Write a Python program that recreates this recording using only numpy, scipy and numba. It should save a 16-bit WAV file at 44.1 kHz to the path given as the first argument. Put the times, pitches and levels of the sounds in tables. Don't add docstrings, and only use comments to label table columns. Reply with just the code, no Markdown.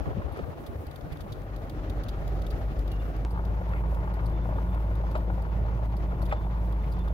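import sys
import numpy as np
from scipy import signal
from scipy.fft import rfft, irfft
from scipy.io import wavfile
from scipy.ndimage import uniform_filter1d
from numba import njit

SR = 44100
rng = np.random.default_rng(int(sys.argv[2]) if len(sys.argv) > 2 else 0)


def pcm_store(signal):
    levels = np.round(np.clip(np.atleast_2d(signal), -1, 1) * 32767)
    wavfile.write(sys.argv[1], SR, levels.astype(np.int16).T)


def invert_db(x):
    u = np.asarray(x, float) / 20
    return 10 ** u


N = 314595
TIME = np.arange(N) / SR
CHANGE_S = 3.24995
LATE = TIME >= CHANGE_S


@njit
def svf(x, hz, width):
    y, b, l = np.empty(len(x)), 0., 0.
    g, k = np.tan(np.pi * hz / SR), width / hz
    for i in range(len(x)):
        v = (b + g * (x[i] - l)) / (1 + g * (g + k))
        b, l, y[i] = 2 * v - b, l + 2 * g * v, k * v
    return y


def svf_twice(x, hz, width):
    return svf(svf(x, hz, width), hz, width)


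def unit(x):
    return x / np.sqrt(np.mean(x ** 2))


def walk(rate):
    hold = int(SR / rate)
    steps = np.repeat(rng.standard_normal(N // hold + 1), hold)
    return 0.95 * uniform_filter1d(uniform_filter1d(steps, hold), hold)[:N]


def curves(table):
    s, *columns = np.transpose(table)
    return [np.interp(TIME, s, c) for c in columns]


def read(table, hz):
    table_hz, values = np.transpose(table)
    return np.interp(np.log(hz), np.log(table_hz), values)


def tinted(table, count):
    hz = np.maximum(np.arange(N // 2 + 1) * SR / N, 1)
    return hz, rfft(rng.standard_normal((count, N))) * invert_db(read(table, hz))


def ports(common, own, share, lead=11):
    share = np.clip(share, 0, 1)
    return np.sqrt(share) * np.array([common, np.roll(common, lead)]) + np.sqrt(1 - share) * own


def pan(left_minus_right_db):
    return invert_db(np.outer([0.5, -0.5], left_minus_right_db))


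def add(out, s, sound):
    i = int(s * SR)
    out[:, i:i + sound.shape[1]] += sound[:, :N - i]


# (time [s], firing rate [Hz], load as boom level [dB])
ENGINE_RUN = [(0, 48.05, -52), (.4, 42.94, -68), (.9, 43.48, -71), (1.3, 46.8, -49), (1.45, 47.57, -36),
              (1.9, 49.03, -35.5), (2.3, 50.35, -29), (2.55, 51.93, -30.5), (2.85, 51, -31),
              (3.24, 51.17, -30), (3.26, 54.63, -28.5), (3.7, 54.9, -27.5), (4.2, 53.7, -28),
              (5.3, 54.79, -27.5), (7.13, 53.8, -27.5)]
# (time [s], level [dB])
BOOM_FALTERS = [(1.6, -7), (1.645, 4), (1.72, -11), (1.79, 5), (1.99, 8), (2.11, 1), (2.55, 3.5),
                (2.66, -2), (2.8, 8.5), (1.831, -10), (1.935, -5), (2.05, -16), (2.17, -3), (2.46, -7),
                (2.585, -14), (2.76, -3), (3.135, -6), (3.62, -9), (4.05, -10), (4.2, -2), (4.71, -2),
                (5.26, -2.5), (5.46, -4), (5.84, 1), (6.17, -7), (6.33, -1), (6.4, -5), (6.52, -2)]


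def engine():
    firing_hz, boom_db = curves(ENGINE_RUN)
    second_db = -45.5 + 0.2 * (boom_db + 29)
    fan_db = np.where(LATE, -45, -49.5) + 0.4 * (firing_hz - 54)
    panel_db = np.maximum(-45.5 - ((firing_hz - 48.75) / 0.21) ** 2, -61)
    falter_s = .018
    falter_db = sum(db * np.exp(-((TIME - s) / falter_s) ** 2) for s, db in BOOM_FALTERS)

    phase = 2 * np.pi * np.cumsum(firing_hz) / SR
    boom = invert_db(boom_db + falter_db + 0.8 * walk(10)) * np.sin(phase + 0.13 * walk(23))
    second = invert_db(second_db + 2.3 * walk(7.7)) * np.sin(2 * phase + .5 * walk(8))
    fan_order = 3.27
    fan = invert_db(fan_db + 2.5 * walk(10)) * np.sin(fan_order * phase + 1.06 * walk(14))
    panel = invert_db(panel_db) * unit(svf(rng.standard_normal(N), 304.2, 5.0))
    sway_db = 1.1 * walk(9.1)
    return ports(np.sqrt(2) * (boom + second + fan) + panel, 0, 1.0) * pan(2 * sway_db - 0.4)


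# (time [s], level [dB])
ROUGHNESS = [(0, 6), (.3, 2), (.55, -0.5), (1, -1.5), (1.6, 2), (1.9, 6.5), (3, 6), (3.24, 5.5), (3.26, -2),
             (3.38, -2.5), (4.2, 0), (4.85, -1.8), (5.17, 0.5), (5.4, -2), (6.28, -0.3), (6.5, -2.5),
             (6.75, -1), (7.13, -0.5)]
# (frequency [Hz], level per Hz [dB])
EARLY_COLOUR = [(13, -40), (25, -4), (45, 2.5), (80, 0.5), (150, -3.5), (205, -11.5), (280, -9.5),
                (486, -12), (603, -12), (823, -16), (951, -22), (1180, -19.5), (1950, -28), (2100, -30),
                (3560, -38), (6800, -48.5), (8840, -80), (15000, -120)]
LATE_COLOUR = [(39, -26), (66, -9), (103, -9), (181, -17), (228, -26), (318, -23), (393, -26), (760, -30.5),
               (887, -25.5), (1260, -35.5), (1440, -37.5), (1590, -40), (6800, -65), (8840, -98),
               (15000, -120)]
# (frequency [Hz], level per Hz [dB])
LATE_SUB_BASS = [(22, -8), (40, -25)]
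# (frequency [Hz], level under the last colour point [dB])
BODY_SHUT_OFF = [(7050, -3), (9000, -53)]
# (frequency [Hz], share [0-1])
PORT_LIKENESS = [(30, 1.23), (120, 0.73), (230, 0.83), (330, 0.83), (700, 0.73), (1400, 0.63),
                 (2800, -0.45), (5000, -1)]
# (frequency [Hz], left minus right [dB])
PORT_BALANCE = [(60, 4), (110, 0), (200, 2), (380, 1), (700, 1.8), (1290, 1), (2380, 2.5), (4400, -0.5),
                (8120, 9), (15000, -5.6)]


def closed(colour):
    return colour + [(hz, colour[-1][1] + db) for hz, db in BODY_SHUT_OFF]


def road():
    rough_db, = curves(ROUGHNESS)
    crunch_db = 2.52 * np.clip(walk(90), -2, 1.6) + 0.19 * walk(23.85)
    hz, early = tinted(closed(EARLY_COLOUR[:-2]), count=3)
    hz, late = tinted(closed(LATE_SUB_BASS + LATE_COLOUR[1:-2]), count=3)
    roar = (hz > 250) & (hz < 1300)
    early *= invert_db(-46) * N / np.sqrt(2 * np.sum(np.abs(early[0, roar]) ** 2))
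    late *= invert_db(-43) * N / np.sqrt(2 * np.sum(np.abs(late[0, roar]) ** 2))

    windy, wind_top_hz = TIME < 1.42, 1100
    calm = np.where(windy, 0.38, 1)
    lumps_db = 4 * windy * np.array([walk(40.36), walk(39.35)])
    out = 0
    for centre in 22 * 2 ** (np.arange(19) / 2):
        band = np.cos(np.pi / 2 * np.clip(2 * np.log2(hz / centre), -1, 1)) ** 2
        common, *own = np.where(LATE, irfft(late * band, N), irfft(early * band, N))
        depth = np.interp(np.log(centre), np.log((110, 600, 3000)), (0.89, 0.54, 0.43))
        swell_db = rough_db * depth
        if centre < 200:
            swell_db = swell_db - 3.5 * windy
        swell_db = swell_db + (1.65 if centre < 1000 else 1.1) * walk(16)
        swell_db = swell_db + 1.0 * walk(45) * min(centre / 1200, 1)
        swell_db = swell_db + crunch_db * min(centre / 1500, 1)
        in_wind = centre < wind_top_hz
        share = read(PORT_LIKENESS, centre) * (calm if in_wind else 1)
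        heard = ports(common, np.array(own), share, lead=5 if centre < 900 else 11)
        out = out + invert_db(swell_db) * heard * pan(read(PORT_BALANCE, centre)) * invert_db(lumps_db * in_wind)
    return out


# (time [s], peak level [dB], ring [Hz], left minus right [dB])
SIDE_STONES = [(.055, -37, 745, -8), (0.074, -31.5, 400, -3), (.104, -34.5, 433, -17), (.168, -34, 430, 6),
               (.218, -35, 1030, 0), (0.11, -38.5, 970, 2), (.392, -42, 1250, 0), (0.33, -34, 283, 2),
               (.003, -36, 600, -12), (.245, -40, 630, -10), (0.34, -38, 410, -7), (0.31, -37, 670, -1.5),
               (0.94, -41, 596, 1.5), (.361, -39, 1200, 0), (0.44, -43, 1160, 10), (.396, -33, 426, -6),
               (0.37, -35, 394, -13), (3.719, -43, 555, -15), (5, -36, 430, 10), (5.3, -33, 800, 6),
               (5.279, -33, 480, 5), (3.345, -37, 860, 2.5)]
# (time [s], peak level [dB], ring [Hz])
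SEAT_STONES = [(1.263, -35.5, 587), (2.053, -40, 477.7), (2.198, -42, 600), (2.878, -39, 600),
               (4.953, -41, 540), (3.33, -34, 480), (3.36, -36, 858), (3.374, -32.5, 860),
               (3.391, -34, 917), (3.734, -35, 1380), (4.192, -39, 1170), (6.355, -41, 560),
               (5.152, -32, 397), (5.157, -40, 805), (3.611, -31, 525), (3.745, -34, 443),
               (3.836, -34.5, 880), (3.866, -38, 557), (3.924, -31.5, 547), (4.075, -32, 850),
               (4.115, -35.5, 776), (4.454, -31, 761), (4.489, -31.5, 630), (4.524, -30.5, 599),
               (4.584, -30.5, 880), (5.037, -33, 613), (5.159, -30, 610), (5.377, -33.5, 556),
               (5.79, -36, 619.4), (6.227, -33.5, 615.3), (6.382, -39, 800), (3.148, -47, 600),
               (4.774, -36, 946), (5.45, -38.5, 960), (5.065, -37, 955.3), (6.682, -36, 506),
               (6.978, -44, 600), (7.076, -36, 880),
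               (.343, -47, 700), (.355, -43, 900), (.366, -44, 1260), (.382, -41, 1310), (.412, -43, 900),
               (.437, -44, 1000), (.53, -39, 694), (.578, -40.5, 690), (3.438, -41, 910),
               (3.507, -38, 624.4), (4.244, -43, 600), (4.284, -42, 664), (4.302, -36, 800),
               (4.557, -38, 695), (4.743, -36, 697), (5.09, -35, 654), (5.144, -39, 890), (5.149, -40, 746),
               (5.163, -35, 746), (5.174, -35, 710), (5.184, -33, 600), (5.263, -39, 600), (5.65, -37, 622),
               (5.682, -36, 900), (5.939, -35.5, 803), (6.134, -40, 727), (6.127, -35, 460),
               (6.204, -37, 800), (6.314, -36, 1170), (6.347, -40, 600), (6.427, -43, 770),
               (6.445, -38, 795), (6.466, -35, 700), (6.583, -46, 819), (6.729, -40, 803),
               (6.12, -39, 1000), (6.215, -38, 1000), (3.96, -36, 520), (.058, -40, 1150), (.13, -39, 750),
               (.2, -39, 600)]
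# (ratio to ring [1], level [dB], share of the ring time [1])
FLOOR_MODES = [(1.003, 6, 0.67), (1.351, 8, 0.34), (1.619, -9, 0.87), (1.9, -0.5, 0.41), (2.45, -12, 0.35),
               (3.5, -18, 0.35), (4.3, -35, 0.44)]


def stone_knocks():
    out, t = np.zeros((2, N)), np.arange(4000) / SR
    t60 = 0.055
    seat_pan_db = 3.5
    stones = SIDE_STONES + [(*row, seat_pan_db) for row in SEAT_STONES]
    for s, db, hz, pan_db in stones:
        ring = 0
        for ratio, mode_db, share in FLOOR_MODES:
            turns = ratio * hz * t + rng.random()
            ring = ring + invert_db(mode_db - 60 * t / (share * t60)) * np.sin(2 * np.pi * turns)
        grit_db = -34 - 0.2 * (db + 43)
        grit = unit(svf(svf(rng.standard_normal(len(t)), 1600.0, 2000.0), 1700.0, 2300.0))
        grit = grit * invert_db(grit_db - 60 * t / (0.77 * t60))
        knock = (ring + grit) * (1 - np.exp(-t / 0.0028))
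        add(out, s, invert_db(db + 4.5) * ports(knock, 0, 0.32) * pan(pan_db))
    return out


# (time [s], level [dB], left minus right [dB], panel pitch ratio [1], share of ring time [1])
LARGE_STONES = [
    (.3885, -33, -3, .6, .9),
    (5.1518, -26, 2, 1, .55),
    (6.3222, -23.5, 2, 1, 1),
]
# (frequency [Hz], level [dB], t60 [s])
LARGE_MODES = [(480, -11, .05), (614, -3, .08), (807, 0, .055), (974, -9, .06), (1120, -5, .035),
               (1290, -11, .06), (1647, -15, .035), (2105, -11, .025), (2500, -17, .025)]


def big_knocks():
    out, t = np.zeros((2, N)), np.arange(4000) / SR
    for s, db, pan_db, ratio, share in LARGE_STONES:
        ring = 0
        for hz, mode_db, t60 in LARGE_MODES:
            delay_s = .0016 if hz > 900 else .0045
            decay = invert_db(mode_db - 60 * t / (share * t60))
            ring = ring - decay * np.cos(2 * np.pi * ratio * hz * (t - delay_s))
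        grit = unit(svf(svf(rng.standard_normal(len(t)), 1300., 1400.), 1300., 1600.))
        grit = grit * invert_db(-13 - 60 * t / .07)
        knock = (ring + grit) * (1 - np.exp(-t / .0014))
        add(out, s, invert_db(db + 3.5) * ports(knock, 0, 1) * pan(pan_db))
    return out


# (time [s], peak level [dB], ring [Hz],
# left minus right [dB])
PORT_BUFFETS = [(0.004, -30, 58, 27), (0.067, -28.5, 87, 24.5), (0.095, -27.5, 66.6, 22),
                (.145, -26, 111, 14), (0.158, -22, 99, 6), (.176, -26.5, 90, 14), (0.171, -28, 221, 2),
                (1.055, -33, 171, 0), (1.12, -31, 155, -7), (1.315, -26, 111, 0), (0.243, -28.5, 65.6, 24),
                (0.26, -32, 69, 14.5), (0.312, -32, 85, 21), (.388, -39, 257, -19), (.4, -34, 178, 12),
                (0.424, -34, 69, 31), (.49, -38.5, 172, 11), (1.025, -28, 55, 3), (0.486, -35, 81, 21),
                (0.686, -32.5, 73.5, -18), (0.753, -24.5, 75.5, 3), (0.785, -23, 87, -1),
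                (0.865, -28, 72, -6), (1.035, -31, 98, 4), (1.113, -28.5, 63.6, -14), (1.203, -29, 70.4, 6),
                (1.294, -28.5, 82, -3)]
# (time [s], peak level [dB], ring [Hz], left minus right [dB])
BODY_PANEL_BUMP = (.164, -25, 175, 5)
# (time [s], peak level [dB], ring [Hz], left minus right
# [dB])
RUTS = [(1.781, -32, 78.1, 6), (1.97, -32, 102, 4.0), (2.412, -24, 113, -5), (2.53, -25, 77.9, 10),
        (2.596, -31, 86.1, -0.5), (2.764, -25, 77.9, 0.5), (3.195, -25, 110.2, 0), (3.351, -35, 115, 2),
        (3.488, -24.5, 88.8, 7), (3.566, -33, 105.1, 1), (3.986, -39, 110, -2), (4.147, -29, 98, 4.5),
        (4.258, -27, 113.3, 10), (4.555, -19, 91, 0), (4.888, -35, 104.8, -0.5), (4.966, -29, 78.3, 0.0),
        (5.17, -29, 79, -1), (5.607, -22, 77.8, 1.0), (6.192, -24, 115, 5), (6.321, -34, 102, 1.5),
        (6.543, -28, 78.1, -0.5), (6.638, -31, 78.2, 2.5), (6.742, -30, 98.8, 4), (6.897, -32, 77.5, -3),
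        (3.69, -25, 99.8, 1), (3.76, -27, 108, 3), (3.9, -31, 104.8, -2), (4.09, -31, 110, 0),
             (4.39, -38, 105, 0), (4.46, -25, 110, 2), (5.325, -31, 105, 0), (5.745, -28, 116, 0),
             (6.0, -44, 100, -2), (6.1, -29, 104.6, 0), (6.15, -30, 100, 0), (6.25, -30, 105, 0),
             (1.24, -33, 200, 0), (5.95, -33, 200, 0)]


def body_bumps():
    out, t = np.zeros((2, N)), np.arange(4000) / SR
    puff_hz, puff_s = 247.0, 0.0075
    for s, db, hz, pan_db in PORT_BUFFETS + [BODY_PANEL_BUMP] + RUTS:
        swing = np.sin(2 * np.pi * hz * t) * t / 0.0095 * np.exp(1 - t / 0.0091)
        air = rng.standard_normal((2, len(t)))
        rush = np.array([unit(svf_twice(a, puff_hz, 2 * puff_hz)) for a in air])
        puff = invert_db(-19) * rush * t / puff_s * np.exp(1 - t / puff_s)
        add(out, s, invert_db(db - 4.5) * (swing + puff) * pan(pan_db))
    return out


# (frequency [Hz], width [Hz], level [dB])
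PEBBLE_PANEL = [(600, 130, 9.5), (880, 200, -10), (1432, 71, 5), (2120, 300, 1.5)]
# (time [s], level [dB])
PATTER_SWELL = [(0, -1), (3.25, 1), (3.26, 0), (3.32, 0), (3.38, 3), (3.45, 4.5), (7.13, -0.5)]


def pebbles():
    pebbles_per_s = 120
    struck = rng.random(N) < pebbles_per_s / SR
    sizes = invert_db(np.minimum(3 * rng.exponential(size=N), 7))
    hits = struck * sizes * np.sign(rng.standard_normal(N))
    hits = np.convolve(hits, np.hanning(30), "same")
    ring = unit(sum(invert_db(db) * svf(hits, float(hz), float(width)) for hz, width, db in PEBBLE_PANEL))
    level_db = curves(PATTER_SWELL)[0] + np.where(LATE, -48, -52)
    return ports(ring * invert_db(level_db), 0, 0.39) * pan(3)


# (time [s], rms level [dB], length [s])
DRAGS = [
    (1.1, -54, 0.057),
    (3.713, -51.5, 0.1),
    (4.177, -54, 0.029),
    (6.305, -45, 0.021),
    (6.43, -57, 0.027),
    (6.831, -54, 0.025),
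]


def scrapes():
    out = np.zeros((2, N))
    hz, width_hz = 2130.0, 380.0
    grain = invert_db(4.7 * walk(150))
    common, own = (unit(svf_twice(grain * rng.standard_normal(N), hz, 2 * width_hz)) for _ in range(2))
    rasp = ports(common, own, 0.8)
    for s, db, length in DRAGS:
        i, size = int(s * SR), int(length * SR)
        add(out, s, invert_db(db) * np.sqrt(np.hanning(size)) * rasp[:, i:i + size])
    return out


# (time [s], peak level [dB])
TRIM_TICKS = [
    [(.372, -46.5), (.9113, -44), (.9592, -40), (1.009, -49), (1.17, -46), (1.5623, -42.5), (1.6964, -39.5),
     (1.8976, -38.5), (2.036, -39.5), (2.277, -40.5), (2.419, -42.5), (2.466, -40), (2.791, -42),
     (2.877, -42), (2.917, -39.5), (3.4511, -45.5), (3.6905, -51), (3.946, -47.5), (4.2966, -51),
     (4.7456, -48.5), (4.954, -46.5), (5.855, -52), (6.7246, -45.5), (6.9894, -47.5), (7.0803, -46)],
    [(.867, -47), (3.1637, -51), (4.14, -48.5), (5.1133, -50), (5.166, -52), (5.1761, -50), (5.4211, -49),
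     (5.9678, -45.5), (6.917, -53)],
]
# (time [s], peak level [dB])
TRIM_CHATTERS = [
    [(.3202, -51), (.664, -41.5), (1.1218, -43), (1.2062, -41.5), (1.322, -38.5), (2.0847, -36.5),
     (2.5043, -40.5), (6.2547, -43.5), (6.2956, -47)],
    [(3.308, -49.5), (4.259, -44.5), (6.2193, -45.5), (6.9222, -46)],
]


def rattles():
    out = np.zeros((2, N))
    for pieces, length_s in ((TRIM_TICKS, 0.0048), (TRIM_CHATTERS, 0.012)):
        for piece, pitch_hz, spit_db in zip(pieces, (3650, 4650), (-15, -10)):
            for s, db in piece:
                add(out, s, invert_db(db + 1.0) * rattle(db, pitch_hz, spit_db, length_s))
    return out


def rattle(db, pitch_hz, spit_db, length_s):
    t = np.arange(2600) / SR
    hz = pitch_hz * (1 + .03 * rng.standard_normal())
    gaps, drops = rng.random((2, 8))
    starts = np.cumsum(0.002554 + 0.00186 * gaps) - .0028 - 0.002 * gaps[0]
    sizes = np.clip(1.5 - starts / length_s, 0, 1) * invert_db(-4 * drops)
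    blows = 0
    for start, size in zip(starts, sizes):
        blows = blows + size * np.clip((t - start) / .0003, 0, 1) * np.exp(-np.abs(t - start) / .0011)
    tail = .22 * np.exp(-t / (.003 + length_s))
    noise = rng.standard_normal((3, len(t)))
    ring, spit = np.zeros((2, len(t))), np.zeros((2, len(t)))
    for port, rub in enumerate(ports(noise[0], noise[1:], 0.1)):
        hit = rub * blows
        plastic = svf(rub * (blows + tail), hz, 740.0) + 0.3 * svf(hit, 1.02 * hz, 300.0)
        ring[port] = plastic + 0.9 * svf(hit, 4560.0, 500.0) + 0.21 * svf(hit, 6200.0, 900.0)
        spit[port] = svf(rub * (blows + 1.9 * tail), 11300.0, 8000.0)
    spit_gain = invert_db(spit_db - 0.13 * (db + 66) + 13)
    return ring / np.abs(ring).max() + spit_gain * spit / np.abs(spit).max()


# (time [s], level [dB], time until damped [s])
METAL_TOUCHES = [
    [(.3, -72, .05), (2.88, -59, 0.036), (2.917, -52, 0.06), (2.995, -56, 0.072), (6.3, -62, 0.028),
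     (6.36, -61, 0.023)],
    [(2.992, -60, 0.012), (3.02, -68, .04), (4.33, -64, 0.065), (4.41, -63, .04), (4.555, -63, 0.021),
     (4.685, -62, 0.017), (4.72, -65, 0.042), (5.49, -71, 0.023), (6.08, -65, 0.034), (6.165, -64, .02),
     (6.297, -55, 0.03), (6.35, -57, 0.044), (6.43, -60, 0.021), (6.81, -60, 0.015), (6.84, -68, 0.016),
     (6.935, -64, 0.025), (6.995, -59, 0.035), (7.07, -64, 0.035)],
    [(.322, -59, .03)],
    [(.321, -56, .008)],
    [(.325, -66, .07)],
]


def clinks():
    out, t = np.zeros((2, N)), np.arange(6000) / SR
    for hz, touches in zip((2831, 3515, 9600, 11300, 14000), METAL_TOUCHES):
        for s, db, length in touches:
            fall_db = 60 * t / 0.5 + 60 * np.maximum(t - length, 0) / 0.047
            ring = invert_db(db - fall_db) * np.sin(2 * np.pi * hz * t) * (1 - np.exp(-t / 0.0026))
            add(out, s, ports(ring, 0, 0.64))
    return out * invert_db(2.6 * walk(70))


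# (time [s], left level [dB], right level [dB])
PORT_GUSTS = [
    (0, -70, -53),
    (0.301, -48, -61),
    (.6, -54, -69),
    (1.1, -52, -62),
    (1.4, -53, -70),
    (1.6, -91, -99),
]


def gusts():
    out = []
    for db in curves(PORT_GUSTS):
        deep = svf(rng.standard_normal(N), 133.2, 28.0)
        eddies = deep + 0.018 * svf(rng.standard_normal(N), 230.0, 200.0)
        out.append(invert_db(db + 2 * walk(23.3)) * unit(eddies))
    return np.array(out)


# (frequency [Hz], level per Hz [dB])
MICROPHONE_HISS = [(4290, -15), (7300, -9), (10200, -4), (11300, -2.5), (15100, -1), (15700, -3.5)]


def hiss():
    common, *own = irfft(tinted(MICROPHONE_HISS, count=3)[1], N)
    level_db = -67.5 + 1.1 * walk(14) + 2.2 * walk(30)
    return invert_db(level_db) * unit(ports(common, np.array(own), 0.11)) * pan(-2.2)


def scene_change():
    out, t = np.zeros((2, N)), np.arange(2000) / SR
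    half = invert_db(-23.5) / 2 * np.exp(-t / 0.001) * np.ones((2, 1))
    add(out, CHANGE_S, half)
    add(out, CHANGE_S - len(t) / SR, -half[:, ::-1])
    return uniform_filter1d(out, size=3)


def scene():
    drive = engine() + road()
    floor = stone_knocks() + big_knocks() + body_bumps() + pebbles() + scrapes()
    loose_parts = rattles() + clinks()
    return drive + floor + loose_parts + gusts() + hiss() + scene_change()


def low_pass(x):
    return signal.sosfilt(signal.butter(12, 15830, fs=SR, output="sos"), x)


def record(dry):
    hz = np.arange(N // 2 + 1) * SR / N
    low_cut_hz, top_hz = 14.1, 15830
    response = (hz < top_hz) * hz ** 2 / (hz ** 2 + low_cut_hz ** 2)
    mix = irfft(rfft(dry) * response, N)
    return low_pass(mix)


dry = scene()
out = record(dry)
pcm_store(out)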